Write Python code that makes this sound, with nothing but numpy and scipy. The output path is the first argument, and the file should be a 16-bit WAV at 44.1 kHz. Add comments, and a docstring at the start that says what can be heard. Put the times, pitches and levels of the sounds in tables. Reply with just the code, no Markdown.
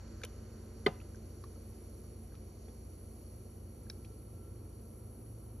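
"""Motors hum in a small kitchen, a hot espresso machine buzzes and leaks a thin hiss, wet coffee seethes.
Close by, foam bubbles snap and the last drops plip into the crema, each ringing a pocket of air.
Just before the first second is up, the casing slips in its seat and gives one hollow knock.
The seething settles and the mains buzz dies away; the hiss turns brighter, a fan throbs,
and a faint whistle comes and goes near the end."""
import sys
import numpy as np
from scipy import signal
from scipy.fft import rfft, irfft
from scipy.io import wavfile

SR = 44100
rng = np.random.default_rng(int(sys.argv[2]) if len(sys.argv) > 2 else 0)


def pcm_store(signal):
    """Save signal as 16-bit PCM."""
    levels = np.round(np.clip(np.atleast_2d(signal), -1, 1) * 32767)
    wavfile.write(sys.argv[1], SR, levels.astype(np.int16).T)


N = 246959
TIME = np.arange(N) / SR
FREQ = np.maximum(np.arange(N // 2 + 1) * SR / N, 1)
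KNOCK_S = 0.8619

# The motor drone. Each row: pitch in Hz, rms level at mid-scene in dB, level slope in dB per second.
MOTOR_TONES = [(46.3, -62, -0.5), (59.2, -54.5, -0.5), (87.5, -54, -0.5), (94.9, -69, 2),
               (213.6, -72.5, -1), (223.2, -63.5, -1.57), (239, -72.5, 1), (363, -76, .5), (363, -77, -1),
               (449, -75, -2.5), (503, -77.5, 0.5), (528, -77, -0.5), (554, -86.5, -2.5), (597, -79, -2.5),
               (950, -90.5, 1.5), (1121, -95, 2.5)]
# The fan's level ride. Each row: time in seconds, rms level of its stronger tone in dB.
FAN_RIDE = [(0, -60), (1.2, -60), (2.6, -66.5), (3.5, -59.5), (5, -54.5), (5.6, -55.5)]
# Room tone of moving air. Each row: frequency in Hz, level in dB per Hz.
RUMBLE_SPECTRUM = [(15, -116), (28, -91), (45, -82), (95, -75.5), (135, -80), (195, -83), (220, -77.5),
                   (255, -86), (335, -80), (510, -87.5), (610, -94.5), (730, -94), (850, -100),
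                   (1020, -100), (1350, -104), (1700, -113), (5000, -130), (14000, -144)]
# Stereo image of the rumble. Each row: frequency in Hz, left-right likeness from 0 (wide) to 1 (mono).
RUMBLE_LIKENESS = [(60, 1), (130, 0.98), (270, 0.97), (580, 0.49), (1000, 0.023), (2000, 1), (5000, 0.56)]
# Panning of rumble and hiss. Each row: frequency in Hz, left minus right in dB.
AIR_BALANCE = [(60, 0), (110, -.5), (190, -2), (350, -2), (1100, -1.2), (2800, -.5), (4500, -2.8),
               (5700, 0)]
# The leak's resonances, in three registers. Each row: centre in Hz, width in Hz,
# crest level in dB per Hz before the level ride, left lead in ms.
LEAK_LOW = [(2270, 810, -108.5, 0.046), (3024, 170, -106.5, 0.074), (3650, 580, -112.5, 0.043)]
LEAK_MID = [(4420, 300, -99.3, -0.044), (4900, 240, -104, 0.103), (5720, 300, -99, 0.169),
            (6280, 470, -104, 0.17), (6800, 250, -107, 0.173), (7390, 290, -101.5, 0.17)]
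LEAK_HIGH = [(8140, 500, -115.0, 0.171), (9160, 290, -114.5, 0.165), (9790, 290, -107.5, 0.162),
             (10480, 450, -104.0, 0.162), (11040, 390, -106.0, 0.16), (11510, 220, -114.0, 0.159),
             (12020, 230, -112.5, 0.16)]
# A very high sheen. Each row: centre in Hz, width in Hz, crest level in dB per Hz before the ride.
SHEEN_BANDS = [(12900, 350, -129), (13550, 280, -125), (14800, 450, -129)]
# Tone colour of the mains buzz. Each row: frequency in Hz, rms level in dB before the fade.
BUZZ_SPECTRUM = [(840, -91), (960, -84), (1200, -81.5), (1320, -79.5), (1560, -81), (1680, -85.5),
                 (1920, -86), (2400, -99.5), (3600, -104)]
# Tone colour of the wet coffee. Each row: frequency in Hz, level in dB per Hz before the fade.
SEETHE_SPECTRUM = [(200, -110), (600, -99), (1250, -101), (2000, -109), (3500, -118), (9000, -135)]
# Foam films bursting. Each row: start in seconds, level in dB, centre in Hz, width in octaves,
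# fizz in dB relative to the crack.
FOAM_SNAPS = [(0.077, -67.5, 3800, 0.79, -10), (0.216, -63, 4500, 1, -2), (0.235, -40.5, 2500, 1.1, -6),
              (0.2366, -41, 6300, 0.44, -10), (0.249, -49.5, 3000, .9, 7), (0.2487, -42.5, 6250, 0.38, -7),
              (1.002, -63, 3000, 0.25, -23), (1.013, -64, 2000, 1.6, -20), (1.147, -65, 3900, .8, -16),
              (1.157, -49, 5900, 0.14, -20), (1.4396, -58, 4600, 0.68, 4), (2.343, -64, 4100, .5, -20),
              (2.352, -62, 3200, 1.1, -20), (2.684, -65, 1100, 1.6, -20), (3.8991, -42.5, 5300, 0.26, -5),
              (4.048, -58, 3480, 1.2, -18)]
# Air pockets ringing in the glass. Each row: start in seconds, level in dB, starting pitch in Hz,
# time to fall 60 dB in seconds.
AIR_POCKETS = [(0.2168, -46, 1520, .026), (0.2349, -33.5, 2360, 0.021), (0.2351, -41, 1680, 0.022),
               (0.2352, -40, 3500, .014), (0.2365, -49, 1314, 0.061), (0.24, -38, 476, 0.044),
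               (0.2492, -49, 2450, 0.026), (0.249, -52, 1000, 0.045), (0.249, -52, 1520, 0.035),
               (0.2523, -45, 3000, 0.026), (1.002, -49, 2570, .016), (1.014, -55, 1320, 0.034),
               (1.146, -52, 1550, .022), (1.4395, -42.5, 1125, .027), (1.559, -59, 1290, .03),
               (2.321, -60, 1580, .026), (2.3424, -56.5, 1290, 0.045), (2.683, -47.5, 421, 0.079),
               (2.686, -65, 3420, .035), (3.867, -58, 1590, 0.024), (3.8995, -45.5, 1600, 0.019),
               (3.8997, -47, 2320, 0.017), (3.8996, -33, 5320, 0.0082), (3.9002, -38.5, 4340, 0.012),
               (3.9014, -41.5, 3810, .021), (4.047, -55.5, 2390, .02)]
# Modes of the casing's panels. Each row: pitch in Hz, peak level in dB, time to peak in seconds,
# left lead in ms, left minus right in dB.
PANEL_MODES = [(151.2, -36, 0.018, 0.18, 2), (205, -40, 0.017, 0, -0.5), (278.3, -27.5, 0.0045, 0.018, 2),
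               (402, -19.5, 0.0063, 0.079, -1.5), (538, -39, 0.016, -0.1, -1.5),
               (630, -40, .011, 0.0069, -4), (730, -35.5, 0.012, 0.31, 4), (800, -41, 0.013, -0.049, 2),
               (1024, -34.5, 0.0063, 0.19, -2.5), (1225, -36, 0.0084, -0.16, 9),
               (1501, -35, 0.006, -0.084, 0.5), (1688, -34.5, 0.0038, 0.058, -1),
               (2046, -22, 0.0032, 0.036, -.5), (2317, -43, 0.006, 0.079, 0),
               (2450, -41.5, .006, 0.092, 2.5), (3076, -30.5, 0.0039, 0.029, 0),
               (3440, -31.5, 0.0021, -0.051, -1), (3850, -45.5, 0.005, -0.11, 10),
               (4130, -41, 0.0038, -0.072, -1), (4410, -37, 0.0051, 0.078, -5)]
# The whistle's level ride. Each row: time in seconds, rms level in dB.
WHISTLE_RIDE = [(2.6, -92), (3.8, -84), (4.1, -77.5), (4.25, -85), (4.44, -73), (4.58, -85.5), (5.0, -81),
                (5.23, -87), (5.5, -81.5)]


def from_db(db):
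    """Decibels to gain."""
    return 10 ** (np.asarray(db) / 20)


def over_hz(points):
    """Spread (Hz, value) breakpoints over every frequency, on a log scale."""
    hz, value = np.transpose(points)
    return np.interp(np.log(FREQ), np.log(hz), value)


def noise(gain):
    """Noise with the given amplitude per root Hz."""
    return irfft(rfft(rng.standard_normal(N)) * gain * np.sqrt(SR / 2), N)


def diffuse(gain, alike):
    """Mid-side noise, from wide (alike 0) to mono (alike 1)."""
    mid = noise(gain * np.sqrt((1 + alike) / 2))
    side = noise(gain * np.sqrt((1 - alike) / 2))
    return np.array([mid + side, mid - side])


def drift(rate_hz):
    """Slow random modulation with spread 1."""
    slow = noise(1 / (1 + (FREQ / rate_hz) ** 2))
    return (slow - slow.mean()) / slow.std()


def tone(hz, db, wobble_rad=0):
    """A sine at the given rms level, with optional phase wobble."""
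    return np.sqrt(2) * from_db(db) * np.sin(2 * np.pi * (hz * TIME + rng.random()) + wobble_rad)


def crackle(size, centre_hz, octaves, grain_db=5, grain_samples=24):
    """Tiny noise grains of uneven size in one band, rms 1."""
    edges_hz = np.clip(centre_hz * 2 ** (np.array([-.5, .5]) * octaves), 20, SR / 2 - 1000)
    grain_gains = from_db(grain_db * rng.uniform(-1, 1, size // grain_samples + 1))
    grains = np.repeat(grain_gains, grain_samples)[:size] * rng.standard_normal(size)
    band = signal.sosfilt(signal.butter(2, edges_hz, "band", fs=SR, output="sos"), grains)
    return band / band.std()


def dying(t, t60):
    """Exponential decay, 60 dB down after t60 seconds."""
    return np.exp(-np.log(1000) * t / t60)


def settling(settle_s):
    """A ramp from 0 towards 1 that moves ever more slowly."""
    return 1 - np.exp(-TIME / settle_s)


def swell(t, peak_s, steepness):
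    """An envelope that builds to 1 at peak_s and dies again."""
    return (t / peak_s * np.exp(1 - t / peak_s)) ** steepness


def from_side(x, lead_ms, left_db=0):
    """Pan by time and level: positive values make the left side earlier and louder."""
    hz = np.arange(len(x) // 2 + 1) * SR / len(x)
    late = irfft(rfft(x) * np.exp(-2j * np.pi * hz * lead_ms / 1000), len(x))
    return np.array([x * from_db(left_db / 2), late * from_db(-left_db / 2)])


def add(out, start_s, sound):
    """Mix a short sound in at its cue."""
    start = int(start_s * SR)
    out[:, start:start + sound.shape[-1]] += sound


def motors(wander_rad=0.14, waver_db=1.0):
    """Motor tones waver slightly in pitch and level and beat against each other."""
    out = np.zeros(N)
    for hz, db, db_per_s in MOTOR_TONES:
        ride_db = db + db_per_s * (TIME - TIME.mean()) + waver_db * drift(1.5)
        out += tone(hz, ride_db, wander_rad * drift(0.8))
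    return out


def fan(hz=111.7, partner_hz=107.55, partner_db=-6.5):
    """Two close tones throb about four times a second as they ebb and swell."""
    db = np.interp(TIME, *np.transpose(FAN_RIDE))
    return tone(hz, db) + tone(partner_hz, db + partner_db)


def rumble():
    """Moving air fills the room with a low bed, near mono in the bass."""
    return diffuse(from_db(over_hz(RUMBLE_SPECTRUM)), over_hz(RUMBLE_LIKENESS))


def jet(resonances):
    """Turbulence rings in the narrow passages of the leak, each panned by its own delay."""
    return sum(from_side(noise(from_db(db) / (1 + 2 * ((FREQ - hz) / width) ** 2)), lead_ms)
               for hz, width, db, lead_ms in resonances)


def hiss(waver_db=0.67, sheen_lead_ms=0.148):
    """The hiss brightens: lows and mids fade, highs level off; a faint, very high sheen fades in."""
    low_db = 0.5 - 0.94 * TIME
    mid_db = 0.5 - 1.28 * TIME + waver_db * drift(2.3)
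    high_db = 1.5 + 8 * settling(settle_s=0.76) + waver_db * drift(1.5)
    sheen_db = -7.5 + 2.5 * TIME
    sheen = [(*row, sheen_lead_ms) for row in SHEEN_BANDS]
    layers = (sheen_db, sheen), (mid_db, LEAK_MID), (high_db, LEAK_HIGH), (low_db, LEAK_LOW)
    return sum(from_db(ride_db) * jet(resonances) for ride_db, resonances in layers)


def lean_right(x):
    """Tip some bands a little to the right."""
    return irfft(rfft(x) * from_db(over_hz(AIR_BALANCE) * [[.5], [-.5]]), N)


def buzz(fundamental_hz=120, start_db=1.5, sag_db_per_s=5.5, stop_s=2.4):
    """A coil shakes the sheet metal at twice the mains rate; its upper harmonics sag, then die away."""
    hz, db = np.transpose(BUZZ_SPECTRUM)
    harmonics = fundamental_hz * np.arange(7, 28)
    sag = from_db(start_db - sag_db_per_s * TIME)
    release = dying(np.maximum(TIME - stop_s, 0), t60=0.87)
    return sag * release * sum(tone(f, np.interp(f, hz, db)) for f in harmonics)


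def seethe(start_db=-1.5, sink_db=19.5):
    """The wet coffee seethes softly and settles to a lower level."""
    fade = from_db(start_db - sink_db * settling(settle_s=1.7))
    return fade * diffuse(from_db(over_hz(SEETHE_SPECTRUM)), alike=0.66)


def snaps(attack_s=0.00068):
    """A bursting foam film gives a short wet crackle with a fizz of droplets on top."""
    out, t = np.zeros((2, N)), TIME[:SR // 8]
    for start_s, db, hz, octaves, fizz_db in FOAM_SNAPS:
        fizz = crackle(len(t), centre_hz=11000, octaves=.17) * dying(t, t60=0.015)
        crack = crackle(len(t), hz, octaves) * dying(t, t60=0.0062 + 0.027 * octaves)  # broad lasts longer
        burst = from_side(crack, lead_ms=.033) + from_db(fizz_db) * from_side(fizz, lead_ms=-.015)
        add(out, start_s, from_db(db) * burst * (1 - dying(t, attack_s)))
    return out


def plips(pitch_rise=0.083, attack_s=0.0013):
    """Each pocket of air rings briefly, bending up in pitch as it nears the surface."""
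    out, t = np.zeros((2, N)), TIME[:SR // 8]
    for start_s, db, hz, t60 in AIR_POCKETS + shed_bubbles():
        glide_hz = hz * (1 + pitch_rise * np.minimum(t / t60, 1))
        phase = 2 * np.pi * np.cumsum(glide_hz) / SR
        envelope = from_db(db) * dying(t, t60) * (1 - dying(t, attack_s))
        add(out, start_s, from_side(envelope * np.sin(phase), lead_ms=0.04))
    return out


def shed_bubbles(relative_db=-16, pitch_ratio=1.25, scatter=0.3, within_s=0.002):
    """A quieter bubble, usually smaller and higher, breaks off each pocket; rows as in AIR_POCKETS."""
    start_s, db, hz, t60 = np.transpose(AIR_POCKETS)
    delay, detune = rng.random((len(AIR_POCKETS), 2)).T
    ratio = pitch_ratio * (1 + scatter * (2 * detune - 1))
    return list(zip(start_s + within_s * delay, db + relative_db, hz * ratio, t60 / ratio))


def knock(grit_db=-46, scrape_db=-52, shudder_db=-39):
    """The hot casing slips in its seat: a few ms of grit set the panels ringing and the frame shaking."""
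    out, t = np.zeros((2, N)), TIME[:SR // 5]
    for k, (hz, db, peak_s, lead_ms, left_db) in enumerate(PANEL_MODES):
        mode = (-1) ** k * from_db(db) * swell(t, peak_s, steepness=2.7) * np.sin(2 * np.pi * hz * t)
        add(out, KNOCK_S, from_side(mode, lead_ms, left_db))
    grit = crackle(len(t), centre_hz=2500, octaves=2.1) * swell(t, peak_s=0.0052, steepness=2.5)
    scrape = crackle(len(t), centre_hz=11000, octaves=0.15) * swell(t, peak_s=0.004, steepness=3.1)
    slip = from_db(grit_db) * grit + from_db(scrape_db) * scrape
    add(out, KNOCK_S - .002, from_side(slip, lead_ms=0.02))
    # the frame's many weak modes blur into noise, partly shared between the sides
    shudder = np.array([crackle(len(t), centre_hz=636, octaves=3.2) for side in range(2)])
    shudder = shudder + .5 * shudder[::-1]
    add(out, KNOCK_S, from_db(shudder_db) * shudder * swell(t, peak_s=0.0066, steepness=0.93))
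    return out


def back_of_casing(level_db=-49.5):
    """The far panels throw a broad, unpitched share of the knock at the wall behind."""
    out, t = np.zeros((2, N)), TIME[:SR // 10]
    burst = crackle(len(t), centre_hz=1500, octaves=1.6) * swell(t, peak_s=0.0035, steepness=1)
    add(out, KNOCK_S, from_db(level_db) * burst)
    return out


def kitchen(send, t60=0.35, cutoff_hz=9100, predelay_s=0.0018, crossfeed=0.87):
    """Counter and walls return dense reflections with a softened top and a narrow stereo image."""
    t = TIME[:SR // 2]
    decay = dying(t, t60)
    tail = rng.standard_normal((2, len(t))) * decay * (t > predelay_s)
    tail = signal.sosfilt(signal.butter(2, cutoff_hz, fs=SR, output="sos"), tail)
    tail = tail + crossfeed * tail[::-1]
    return signal.fftconvolve(send, tail / np.sqrt(np.sum(decay ** 2)), axes=1)[:, :N]


def whistle(hz=1348, wander_rad=1.3):
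    """One thin tone surfaces late, wavering in pitch as it swells and dips."""
    db = np.interp(TIME, *np.transpose(WHISTLE_RIDE))
    return tone(hz, db, wander_rad * drift(3))


def scene(drip_send_db=-24, knock_send_db=-18.5, knock_send_cutoff_hz=1650):
    """Close drips and the knock, with a touch of room, over the steady bed of the kitchen."""
    drips = plips() + snaps()
    thump = knock()
    # mostly the low part of the knock spreads into the room
    dull_thump = signal.sosfilt(signal.butter(2, knock_send_cutoff_hz, fs=SR, output="sos"), thump)
    room = kitchen(from_db(drip_send_db) * drips + from_db(knock_send_db) * dull_thump + back_of_casing())
    bed = seethe() + lean_right(rumble() + hiss()) + motors() + fan() + buzz()
    return bed + drips + thump + room + whistle()


def record(dry, cutoff_hz=15700):
    """A steep low-pass trims the very top of the mix."""
    return signal.sosfilt(signal.ellip(10, .1, 80, cutoff_hz, fs=SR, output="sos"), dry)


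dry = scene()
out = record(dry)
pcm_store(out)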